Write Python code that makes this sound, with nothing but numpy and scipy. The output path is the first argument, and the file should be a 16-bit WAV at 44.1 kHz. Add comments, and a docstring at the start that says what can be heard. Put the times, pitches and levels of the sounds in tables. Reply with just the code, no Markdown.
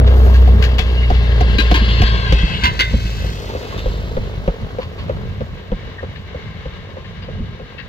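"""A throbbing exhaust and ringing steel wheels: a small rail motorcar rolls past on the left, a few metres off.
Its two cylinders fire ever slower, the frame rumbles and the cab panels drone. Rough treads grind
on the rails and clank over the joints, axle after axle; a flat spot knocks once a wheel turn.
Distance and bearing set the level and place of the rolling, and narrow bright bands sweep through it.
The rails hiss, and as the car fades away the dull rush of a second one grows from far off."""
import sys
import numpy as np
from scipy import signal
from scipy.fft import rfft, irfft
from scipy.io import wavfile
from scipy.ndimage import uniform_filter1d, minimum_filter1d, map_coordinates

SR = 44100
rng = np.random.default_rng(int(sys.argv[2]) if len(sys.argv) > 2 else 0)


def dump_mix(stems):
    """Bounce the given channels to the path in sys.argv[1] as a 16-bit WAV at rate SR."""
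    frames = np.atleast_2d(stems).T  # one column per channel
    limited = np.clip(frames, -1, 1)  # hard clip at full scale
    pcm = np.round(limited * 32767).astype(np.int16)
    wavfile.write(sys.argv[1], SR, pcm)


N = 347508
T = np.arange(N) / SR
FREQ = np.maximum(np.fft.rfftfreq(N, 1 / SR), 1)
SPEED_M_S, ABREAST_S, TRACK_M = 7.5, 2.2, 3.8  # near car: speed, moment of passing, distance to track

# hollow colour of the cab panels: (frequency [Hz], relative level [dB])
PANEL_SPECTRUM = [(250, -2.5), (310, -6.5), (435, 3), (620, -4), (800, -10.5), (1100, -11), (1350, -12)]
# colour of steel striking steel: (frequency [Hz], relative level [dB])
CLANK_SPECTRUM = [(300, -1), (700, -19), (1050, -2.5), (1300, -10.5), (1650, -3), (2700, -1.5),
                  (4600, -9.5), (5400, -14), (7500, -21), (8600, -29), (15500, -31)]


def engine(phase, flutter_db=0.5, line_flutter_db=1.4, lumpy_db=-4, throttle_db=2, ease_s=0.87):
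    """Two cylinders fire unequally: a strong tone with side lines that soften as the throttle eases."""
    # exhaust fader: (time [s], level [dB])
    exhaust_level = [(0, -3.5), (.52, -5), (.88, -13), (1.05, -9.5), (2.14, -10.5), (2.22, -20.5),
                     (2.35, -8), (2.52, -24), (3.1, -18.5), (3.6, -33), (3.95, -22), (5, -46), (7.88, -58)]
    # tailpipe bark, the second firing harmonic: (time [s], level [dB])
    bark_level = [(0, -27), (1, -32.5), (1.3, -25), (2.5, -31.5), (3.1, -27.5), (3.5, -40), (5.4, -36),
                  (7.88, -55)]
    # exhaust lines: (multiple of the firing rate, relative level [dB])
    orders = [(.5, -22.5), (1, -2), (1.5, -12.5), (3.5, -24), (4, -34), (6.5, -31.5), (7, -27), (10, -31)]
    minor_db = lumpy_db + throttle_db * np.exp(-(T / ease_s) ** 2)
    lines = 0
    for order, db in orders:
        waver_db = flutter_db * walk(22.5) if order == 1 else minor_db + line_flutter_db * walk(22.35)
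        lines = lines + undb(db + waver_db) * np.cos(2 * np.pi * order * phase)
    bark = undb(curve(bark_level) + 1.9 * walk(14)) * np.cos(4 * np.pi * phase)
    return ears(np.sqrt(2) * (undb(curve(exhaust_level)) * lines + bark), .5, 0.18)


def body(phase, throb=0.5, rumble_start_db=-20.5, fade_db_per_s=1.69):
    """The frame rumbles, fading as the car leaves; the cab panels drone, shaken at every firing."""
    # low rumble of car and ground: (frequency [Hz], relative level [dB])
    rumble_spectrum = [(20, -25), (43, -1), (96, 2.5), (134, -3.5), (192, -5.5), (232, -13.5), (330, -31)]
    # the rumble swells and sags: (time [s], level change [dB], half length [s])
    surges = [(0.1, -4.5, 0.3), (0.56, 6, 0.1), (0.85, -9, 0.25), (3.6, -4.5, 0.25), (4.08, 5.5, .22),
              (7.35, 8, 0.22)]
    # panel drone fader: (time [s], level [dB])
    drone_level = [(0, -21.5), (.95, -30), (2.15, -29.5), (2.85, -37), (3.65, -31.5), (4.4, -33),
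                   (6, -40.5), (7.88, -41.5)]
    surge_db = sum(db * hump(s, half_s) for s, db, half_s in surges)
    rumble_db = rumble_start_db - fade_db_per_s * T + surge_db
    rumble = through(noise(0.8), shape(rumble_spectrum)) * undb(rumble_db + 2 * walk(18))
    shake = unit(1 + throb * np.cos(2 * np.pi * phase))
    drone = through(noise(0.73) * shake, shape(PANEL_SPECTRUM))
    drone *= undb(curve(drone_level) + 0.6 * walk(15))
    return ears(rumble, 0.42, -.6) + ears(drone, 0.27, 1.9)


def rolling(lead_ms, frame, roll_db=-26.5, ring_db=-4, rush_db=-4.3, pan_db=10.5, pan_swing_db=3.0):
    """Rough treads grind on the rails and excite the wheel modes, each swelling on its own."""
    # grind that rings through the frame: (frequency [Hz], relative level [dB])
    grind_spectrum = [(800, -2), (1080, -7.5), (1400, -28), (1600, 4.5), (1720, -11.5), (2100, -3.5),
                      (2800, -3.5), (3400, -3), (4200, -5.5), (4750, -18.5), (5350, -12), (6400, -20),
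                      (8300, -57)]
    # plain rush of the treads: (frequency [Hz], relative level [dB])
    rush_spectrum = [(800, 0), (1430, -2.5), (1620, 5), (2250, 4), (2420, -5), (2800, -1.5), (3700, -10),
                     (4600, -12.5), (5100, -11)]
    closeness, bearing = course(T)
    grit = unit(undb(.8 * walk(30) + 1.17 * walk(350)))
    grind = through(noise(0.75) * grit, shape(grind_spectrum) * frame)
    rush = through(noise(0.6) * grit, shape(rush_spectrum)) * undb(rush_db - 2.1 * bearing)
    contact = rfft(noise(0.75) * grit) / (1 + (FREQ / 5200) ** 8)
    ring = sum(irfft(contact * mode, N) * undb(1.6 * walk(12)) for mode in wheel_modes())
    ring = unit(ring) * passing(T, ahead=0, behind=1.4)  # from behind, the ring soon gives way
    steel = doppler(0.86 * grind + undb(ring_db) * ring) + rush
    steel = steel * undb(roll_db) * passing(T, ahead=0.87, behind=1.33)
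    return ears(steel, lead_ms, pan_db * closeness - pan_swing_db * bearing)


def wheel_modes():
    """A pressed steel wheel rings in separate modes: the frequency response of each."""
    # (frequency [Hz], relative level [dB], t60 [s])
    modes = [(747, -0.5, 0.59), (1054, 2.5, 0.16), (1612, 5, 0.084), (1798, 4, 0.56), (2070, -3, 0.89),
             (2676, 2, 0.12), (2882, 0.5, 0.051), (3230, 2.5, 0.17), (3357, -6, 0.12), (3640, -1.5, 0.37),
             (4550, -16, 0.27), (4620, -4.5, 0.032)]
    return [undb(db) * resonance(hz, np.log(1000) / np.pi / t60) for hz, db, t60 in modes]


def frame_modes(count=70, width_hz=26):
    """Rails, axles and frame add many narrow resonances, unevenly spread."""
    hz = np.linspace(900, 5200, count) + rng.uniform(-30, 30, count)
    response = sum(size * resonance(f, width_hz) for f, size in zip(hz, rng.standard_normal(count)))
    in_range = (FREQ > hz[0]) & (FREQ < hz[-1])
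    return response / np.sqrt(np.mean(abs(response[in_range]) ** 2))


def joints(lead_ms, frame, fall_s=0.019, bounce_s=0.0137, bounce=0.36,
           scrape_db=-6, ring_db=-7, chatter_db=1.8, impact=17, crack=0.69):
    """A wheel hits a rail gap or scrapes its flange, bounces once, chatters and rings on."""
    t = T[:SR // 3]
    chatter = noise(0.7) * unit(undb(chatter_db * walk(400)))
    force, impacts, accent = np.zeros((3, 2, N))
    colour = shape(CLANK_SPECTRUM)
    for s, db, attack_s, pan_db, t60, *rings in wheel_blows():
        sides = undb([[pan_db / 2], [-pan_db / 2]])
        envelope = np.minimum(t / attack_s, 1) * np.exp(-np.maximum(t - attack_s, 0) / fall_s)
        stroke = sides * undb(db) * envelope
        add(force, s, stroke)
        add(force, s + bounce_s, bounce * stroke)
        # only an abrupt drop starts with a hard steel-on-steel impact
        add(impacts, s, impact * sides * undb(db) * np.exp(-attack_s / 0.0012))
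        for hz, mode_db in zip(rings[::2], rings[1::2]):
            add(accent, s, unit(sides) * undb(mode_db) * wheel_ring(t, hz, t60, attack_s))
    force = force * chatter
    # the full ring of wheel and frame carries only a short way
    ring = sum(through(force + impacts, modes * colour) for modes in (sum(wheel_modes()), frame))
    ring = ring * undb(ring_db) * passing(T, ahead=0.85, behind=1.0)
    clank = undb(scrape_db) * through(force + crack * impacts, colour) + ring
    return ears(dull_with_distance(clank) + accent, lead_ms, 0)


def wheel_blows(scrape_attack_s=0.0032, scrape_pan_db=-1, scrape_t60_s=0.088):
    """Joint strikes and flange scrapes in one cue list, in the columns of the strikes."""
    # front wheel then rear, near car then second car: (time [s], level [dB], attack [s],
    # left minus right [dB], ring t60 [s], then for each mode: frequency [Hz], level [dB])
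    strikes = [(.625, -15.5, 0.0005, 9, 0.12, 1630, -23.5, 1857, -26),
               (.784, -15, 0.0009, 11.5, 0.15, 2630, -27, 3159, -27, 3413, -23.5),
               (1.584, -10, .0007, 11, 0.08, 1605, -9, 2480, -12, 4000, -11),
               (1.742, -10.5, 0.0004, 6, 0.13, 930, -22, 3316, -19, 1660, -20),
               (2.637, -4.5, 0.0008, -2, .19, 2090, -15, 996, -12.5, 1545, -21),
               (2.793, -6, 0.0005, -0.5, 0.26, 2066, -15, 3628, -24, 1525, -25),
               (4.80, -28, 0.016, 0.5, 0.16, 4500, -45, 1084, -35),
               (4.978, -29, 0.015, -2, 0.18, 4500, -46, 1100, -38),
               (5.981, -44, 0.0036, 6, 0.077, 1830, -28, 1620, -35),
               (6.154, -32, .003, 11, 0.068, 1798, -37, 2882, -40),
               (7.043, -34, 0.0048, 8, 0.054, 1798, -36.5, 2882, -44),
               (7.222, -34, 0.0022, 11.5, 0.087, 2882, -41, 4900, -44),
               (7.778, -31, 0.011, 13, 0.12, 1880, -31, 2710, -34)]
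    # a flange scrapes the rail: (time [s], level [dB], ring frequency [Hz], ring level [dB])
    scrapes = [(.060, -21.5, 3640, -31), (.340, -23, 1612, -32), (3.489, -32, 874, -28),
               (3.723, -39, 1106, -30), (3.776, -27.5, 3640, -32)]
    return strikes + [(s, db, scrape_attack_s, scrape_pan_db, scrape_t60_s, hz, ring_db)
                      for s, db, hz, ring_db in scrapes]


def wheel_ring(t, hz, t60, attack_s, build_s=0.01, split=0.0282, twin_db=-7, blur_hz_per_s=9000):
    """A wheel mode and its weaker twin build and die; a slow scrape keeps contact and blurs the pitch."""
    envelope = (1 - np.exp(-t / (build_s + attack_s))) * undb(-60 * t / t60)
    jitter = uniform_filter1d(rng.standard_normal((2, len(t))), size=40)
    wander = np.cumsum(jitter, axis=1) * np.sqrt(2 * np.pi * blur_hz_per_s * attack_s / SR)
    mode = np.sin(2 * np.pi * hz * t + wander[0])
    twin = undb(twin_db) * np.sin(2 * np.pi * hz * (1 - split) * t + wander[1])
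    return (mode + twin) * envelope / envelope.max()


def flat_spot(ahead_hz=725, behind_hz=516.5, ring_peak_s=0.0042, click_s=.0022, slap_s=0.0067,
              tick_s=0.011):
    """A flat spot clicks and knocks once a turn, with a tick and thud close by; some knocks thud harder, and
    further thuds fall between them."""
    # the flat spot strikes: (time [s], level [dB])
    knocks = [(.262, -19.5), (.474, -19), (.79, -19), (1.101, -10.5), (1.407, -11), (1.713, -11),
              (2.018, -11), (2.323, -13), (2.937, -21), (3.243, -24), (3.549, -16), (3.859, -16),
              (4.168, -14), (4.477, -9.5), (4.785, -14.5), (5.094, -12.5), (5.407, -17), (5.718, -16),
              (6.029, -19), (6.345, -24), (6.656, -24), (6.968, -23), (7.284, -25), (7.598, -26)]
    # heavier thuds, some landing with a flat-spot knock, some on their own: (time [s], level [dB], relative
    # panel boom [dB])
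    bumps = [(1.582, -12.5, 7), (1.814, -12.5, 4), (2.0, -4.5, -1.5), (2.431, -8, 1), (2.633, -9, -5),
             (2.935, -11, 3.5), (3.045, -18.5, 3), (3.861, -11, -13), (4.171, -14, -8), (4.477, -8.5, -0.5),
             (5.21, -24, -8), (5.718, -12.5, 2.5), (6.351, -23.5, 4), (6.658, -19.5, 1), (7.399, -18, 0.5)]
    t = T[:SR // 6]
    rings, thuds, ticks, slaps, clicks = np.zeros((5, N))
    for s, db in knocks:
        hz = (ahead_hz if s < ABREAST_S else behind_hz) * scatter(0.0069)
        add(rings, s, undb(db) * swell(t, ring_peak_s) * np.sin(2 * np.pi * hz * t))
        add(clicks, s, undb(db - 9) * np.exp(-t / click_s))
        add(slaps, s, undb(db - 8) * swell(t, slap_s))
        add(ticks, s, undb(-12) * passing(s, ahead=1.9, behind=8.1) * np.exp(-t / tick_s))
        boom_db = -7 + 10 * course(s)[0]
        add(thuds, s, undb(-6) * passing(s, ahead=0.67, behind=1.9) * thud(t, boom_db))
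    for s, db, boom_db in bumps:
        add(thuds, s, undb(db) * thud(t, boom_db))
    click_spectrum = [(600, 6), (1300, -9), (3200, -12), (5500, -26.5)]  # (frequency [Hz], level [dB])
    rattle = through(ticks * noise(0.35), shape(CLANK_SPECTRUM))
    rattle += through(slaps * noise(1.0), shape(PANEL_SPECTRUM))
    rattle += through(clicks * noise(0.88), shape(click_spectrum))
    return ears(rings + rattle, 0.32, 1.2) + ears(thuds, 0.073, -.5)


def thud(t, boom_db, frame_hz=58, floor_hz=185, cab_hz=285):
    """The frame heaves once or twice; the floor panel and the cab boom."""
    heave = swell(t, peak_s=.011) * np.sin(2 * np.pi * frame_hz * t * scatter(0.24))
    floor = undb(-5) * np.sin(2 * np.pi * floor_hz * t * scatter(0.15))
    cab = undb(-18) * np.sin(2 * np.pi * cab_hz * t * scatter(0.15))
    return undb(boom_db) * swell(t, peak_s=0.0072) * (floor + cab) - heave


def cab_clunks(hz=300, peak_s=0.0064, overtone_db=-6):
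    """Hard jolts shake the cab walls: a hollow clunk of two quickly damped panel modes."""
    # (time [s], level [dB])
    jolts = [(1.584, -12), (1.713, -15), (1.742, -18), (1.998, -16)]
    t, out = T[:SR // 8], np.zeros(N)
    panel = np.sin(2 * np.pi * hz * t) + undb(overtone_db) * np.sin(2 * np.pi * 1.37 * hz * t)
    for s, db in jolts:
        add(out, s, undb(db) * swell(t, peak_s) * panel)
    return ears(out, .3, 1)


def flange_rubs(lead_ms, waver_db=1.5):
    """A flange leans on the rail: a band of rough metallic ring swells and fades."""
    # (time [s], level [dB], half length [s], ring frequency [Hz], width [Hz])
    touches = [(1.015, -26, .045, 2890, 60), (1.035, -27, .018, 2150, 250), (1.905, -24, .022, 3100, 900),
               (2.15, -31, .1, 1090, 80), (2.27, -25, .025, 1620, 70), (2.55, -29, .03, 2900, 600),
               (3.83, -45, .28, 3850, 800), (6.52, -48, .28, 2150, 220)]
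    rubs = sum(undb(db) * hump(s, half_s) * noise_band(hz, width_hz, likeness=.75)
               for s, db, half_s, hz, width_hz in touches)
    return ears(rubs * undb(waver_db * walk(30)), lead_ms, 2)


def bright_sweep(lead_ms, top_s=1.96, rise_s=0.3, fall_s=0.39, glide=.17, glide_s=.85, pan_db=-1.0):
    """Narrow bright bands sweep through the rolling noise, rising as the car nears, falling as it leaves."""
    # (top frequency [Hz], width [Hz], level [dB])
    bands = [(1075, 98, -38), (1640, 37, -38), (2650, 110, -42), (2925, 33, -37), (3330, 50, -37.5),
             (4210, 75, -34), (4810, 75, -37.5)]
    since = T - top_s
    sag = glide * np.where(since < 0, .5, 1) * since ** 2 / (since ** 2 + glide_s ** 2)
    highest_hz = bands[-1][0]
    sweep = sum(undb(db) * noise_band(hz * (1 - sag * np.sqrt(hz / highest_hz)), width_hz, 0.65)
                for hz, width_hz, db in bands)
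    fade_s = np.where(since < 0, rise_s, fall_s)
    return ears(sweep / (1 + (since / fade_s) ** 2), lead_ms, pan_db)


def noise_band(hz, width_hz, likeness):
    """A narrow band of noise; its centre may move."""
    slow = 1 / (1 + (2 * FREQ / width_hz) ** 2)
    turn = 2 * np.pi * np.cumsum(hz + 0 * T) / SR
    return through(noise(likeness), slow) * np.cos(turn) + through(noise(likeness), slow) * np.sin(turn)


def rail_hiss(lead_ms, top_hz=9000, pan_db=2):
    """The rails carry a thin hiss ahead of the car and behind it, brightest far ahead."""
    # (frequency [Hz], relative level [dB])
    hiss_spectrum = [(4500, 2.5), (5200, -2.5), (8500, -11), (10300, -23), (11700, -12.5), (15500, -19)]
    # hiss fader: (time [s], level [dB])
    hiss_level = [(0, -60), (.17, -44), (.75, -52.5), (1.4, -52), (2.3, -46.5), (3.1, -38.5), (3.55, -42),
                  (4.3, -51), (5.85, -59.5), (7.88, -63)]
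    closeness, bearing = course(T)
    hiss = through(noise(0.4) * unit(undb(0.99 * walk(350))), shape(hiss_spectrum))
    top = irfft(rfft(hiss) * (FREQ > top_hz), N)
    lift = undb(8 - 13 * closeness - 4 * bearing)
    return ears((hiss + (lift - 1) * top) * undb(curve(hiss_level)), lead_ms, pan_db)


def second_car(start_db=-48.0, rise_db_per_s=0.69, ring_db=-9, pan_db=-2, pan_db_per_s=1.0):
    """The next car's wheels: a dull, uneven rush with a faint ring, growing and drifting left."""
    # (frequency [Hz], relative level [dB])
    rush_spectrum = [(800, -2.5), (1100, 1), (1430, -3), (1650, -0.5), (2250, 3), (2450, -8), (2900, -1.5),
                     (3300, -5), (3800, -2), (4800, -15), (6500, -21), (7500, -33.5)]
    colour = shape(rush_spectrum)
    tread = noise(0.25) * undb(.9 * walk(30) + .5 * walk(6))
    rush = through(tread, colour) + undb(ring_db) * through(tread, sum(wheel_modes()) * colour)
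    return ears(rush * undb(start_db + rise_db_per_s * T), 0.068, pan_db + pan_db_per_s * T)


def off_ballast(x, longest_lag_ms=1.7, late_s=.2, reflection=.35):
    """The ballast mirrors the wheels; the echo lags most close by, so a comb sweeps down and back up."""
    closeness = course(T - late_s)[0]
    read = (T - longest_lag_ms * closeness / 1000) * SR
    echo = np.array([map_coordinates(channel, [read], order=3) for channel in x])
    share = reflection * closeness
    return (x - share * echo) / np.sqrt(1 + share ** 2)


def course(t):
    """Closeness of the car (1 when abreast) and its bearing (-1 far ahead, 1 far behind)."""
    along_m = SPEED_M_S * (t - ABREAST_S)
    distance_m = np.hypot(along_m, TRACK_M)
    return TRACK_M / distance_m, along_m / distance_m


def passing(t, ahead, behind):
    """Gain that falls with distance, by one power as the car comes and another as it leaves."""
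    closeness, bearing = course(t)
    return closeness ** np.where(bearing < 0, ahead, behind)


def doppler(x):
    """Pitch is raised while the car approaches and lowered as it leaves."""
    extra_path_m = TRACK_M / course(T)[0] - TRACK_M
    read = (T - extra_path_m / 343) * SR
    return np.array([map_coordinates(channel, [read], order=3, mode="wrap") for channel in x])


def dull_with_distance(x, corner_hz=5000):
    """The treble of a clank is lost over distance."""
    top = irfft(rfft(x) * (1 - 1 / (1 + (FREQ / corner_hz) ** 10)), N)
    return x - top * (1 - np.minimum(4 * course(T)[0], 1) ** 3)


def ears(x, lead_ms, pan_db):
    """Place a sound: the left ear leads by lead_ms and is louder by pan_db."""
    left, right = np.broadcast_to(x, (2, N))
    late = map_coordinates(right, [(T - lead_ms / 1000) * SR], order=3)
    gains = np.array([undb(pan_db / 2) + 0 * T, undb(-pan_db / 2) + 0 * T])
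    return np.array([left, late]) * gains / np.sqrt(np.mean(gains ** 2, axis=0))


def undb(db):
    """Decibels to gain."""
    return 10 ** (np.asarray(db) / 20)


def unit(x):
    """Scale to rms 1."""
    return x / np.sqrt(np.mean(x ** 2))


def curve(table):
    """A (time, value) table, sample by sample."""
    return np.interp(T, *np.transpose(table))


def shape(points):
    """Gain over frequency of a spectrum, falling steeply beyond its ends."""
    hz, db = np.transpose(points)
    octaves_outside = np.maximum(np.log2(hz[0] / FREQ), 0) + np.maximum(np.log2(FREQ / hz[-1]), 0)
    return undb(np.interp(np.log(FREQ), np.log(hz), db) - 19.4 * octaves_outside)


def through(x, response):
    """Filter by a frequency response, keeping the power of white noise."""
    return irfft(rfft(x) * response / np.sqrt(np.mean(abs(response) ** 2)), N)


def resonance(hz, width_hz):
    """Response of one damped mode, 1 at its centre."""
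    return 1 / (1 + 1j * (FREQ ** 2 - hz ** 2) / (FREQ * width_hz))


def walk(rate):
    """Smooth wobble: random levels held 1 / rate s and slewed twice."""
    hold = max(int(SR / rate), 2)
    steps = np.repeat(rng.standard_normal(N // hold + 1), hold)
    return 2.2 * uniform_filter1d(uniform_filter1d(steps, hold), hold)[:N]


def scatter(spread):
    """A random factor around 1."""
    return 1 + spread * rng.standard_normal()


def noise(likeness):
    """Two channels of white noise with a common share of power."""
    common = np.sqrt(likeness) * rng.standard_normal(N)
    return common + np.sqrt(1 - likeness) * rng.standard_normal((2, N))


def add(out, s, sound):
    """Mix a short sound in at time s."""
    i = max(int(s * SR), 0)
    out[..., i:i + sound.shape[-1]] += sound[..., :N - i]


def swell(t, peak_s):
    """Envelope that rises to 1 at peak_s and dies away."""
    return t / peak_s * np.exp(1 - t / peak_s)


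def hump(s, half_s):
    """Bell-shaped envelope centred on time s."""
    return np.exp(-((T - s) / half_s) ** 2)


def scene(near_lead_ms=.41, far_lead_ms=.07, widest_after_s=.7):
    """Engine, body and wheels from the trackside; the left ear leads most just after the car goes by."""
    # engine speed: (time [s], firing rate [Hz])
    firing_rate = [(0, 63.96), (1, 60.6), (1.6, 57.7), (3.3, 54.46), (4.4, 48.85), (5.4, 46.73),
                   (7.88, 45.38)]
    lead_ms = far_lead_ms + near_lead_ms * course(T - widest_after_s)[0]
    phase = np.cumsum(curve(firing_rate) * (1 + 0.0025 * walk(40))) / SR  # counts firings
    frame = frame_modes() + .35j  # resonances over a flat floor
    wheels = off_ballast(rolling(lead_ms, frame))
    wheels = wheels + bright_sweep(lead_ms) + flange_rubs(lead_ms) + rail_hiss(lead_ms)
    motorcar = engine(phase) + body(phase) + cab_clunks()
    return motorcar + wheels + joints(lead_ms, frame) + flat_spot() + second_car()


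def record(dry, notch_hz=8510, notch_width_hz=1550, notch_depth=0.74, top_hz=15900):
    """The microphone ports notch the treble, a limiter eases the highest peaks, and the top is cut."""
    heard = irfft(rfft(dry) * (1 - notch_depth * resonance(notch_hz, notch_width_hz)), N)
    headroom = 1 / np.maximum(abs(heard).max(axis=0), 1)
    gain = uniform_filter1d(minimum_filter1d(headroom, size=400), size=400)
    return signal.sosfilt(signal.ellip(10, .2, 80, top_hz, fs=SR, output="sos"), heard * gain)


dry = scene()
out = record(dry)
dump_mix(out)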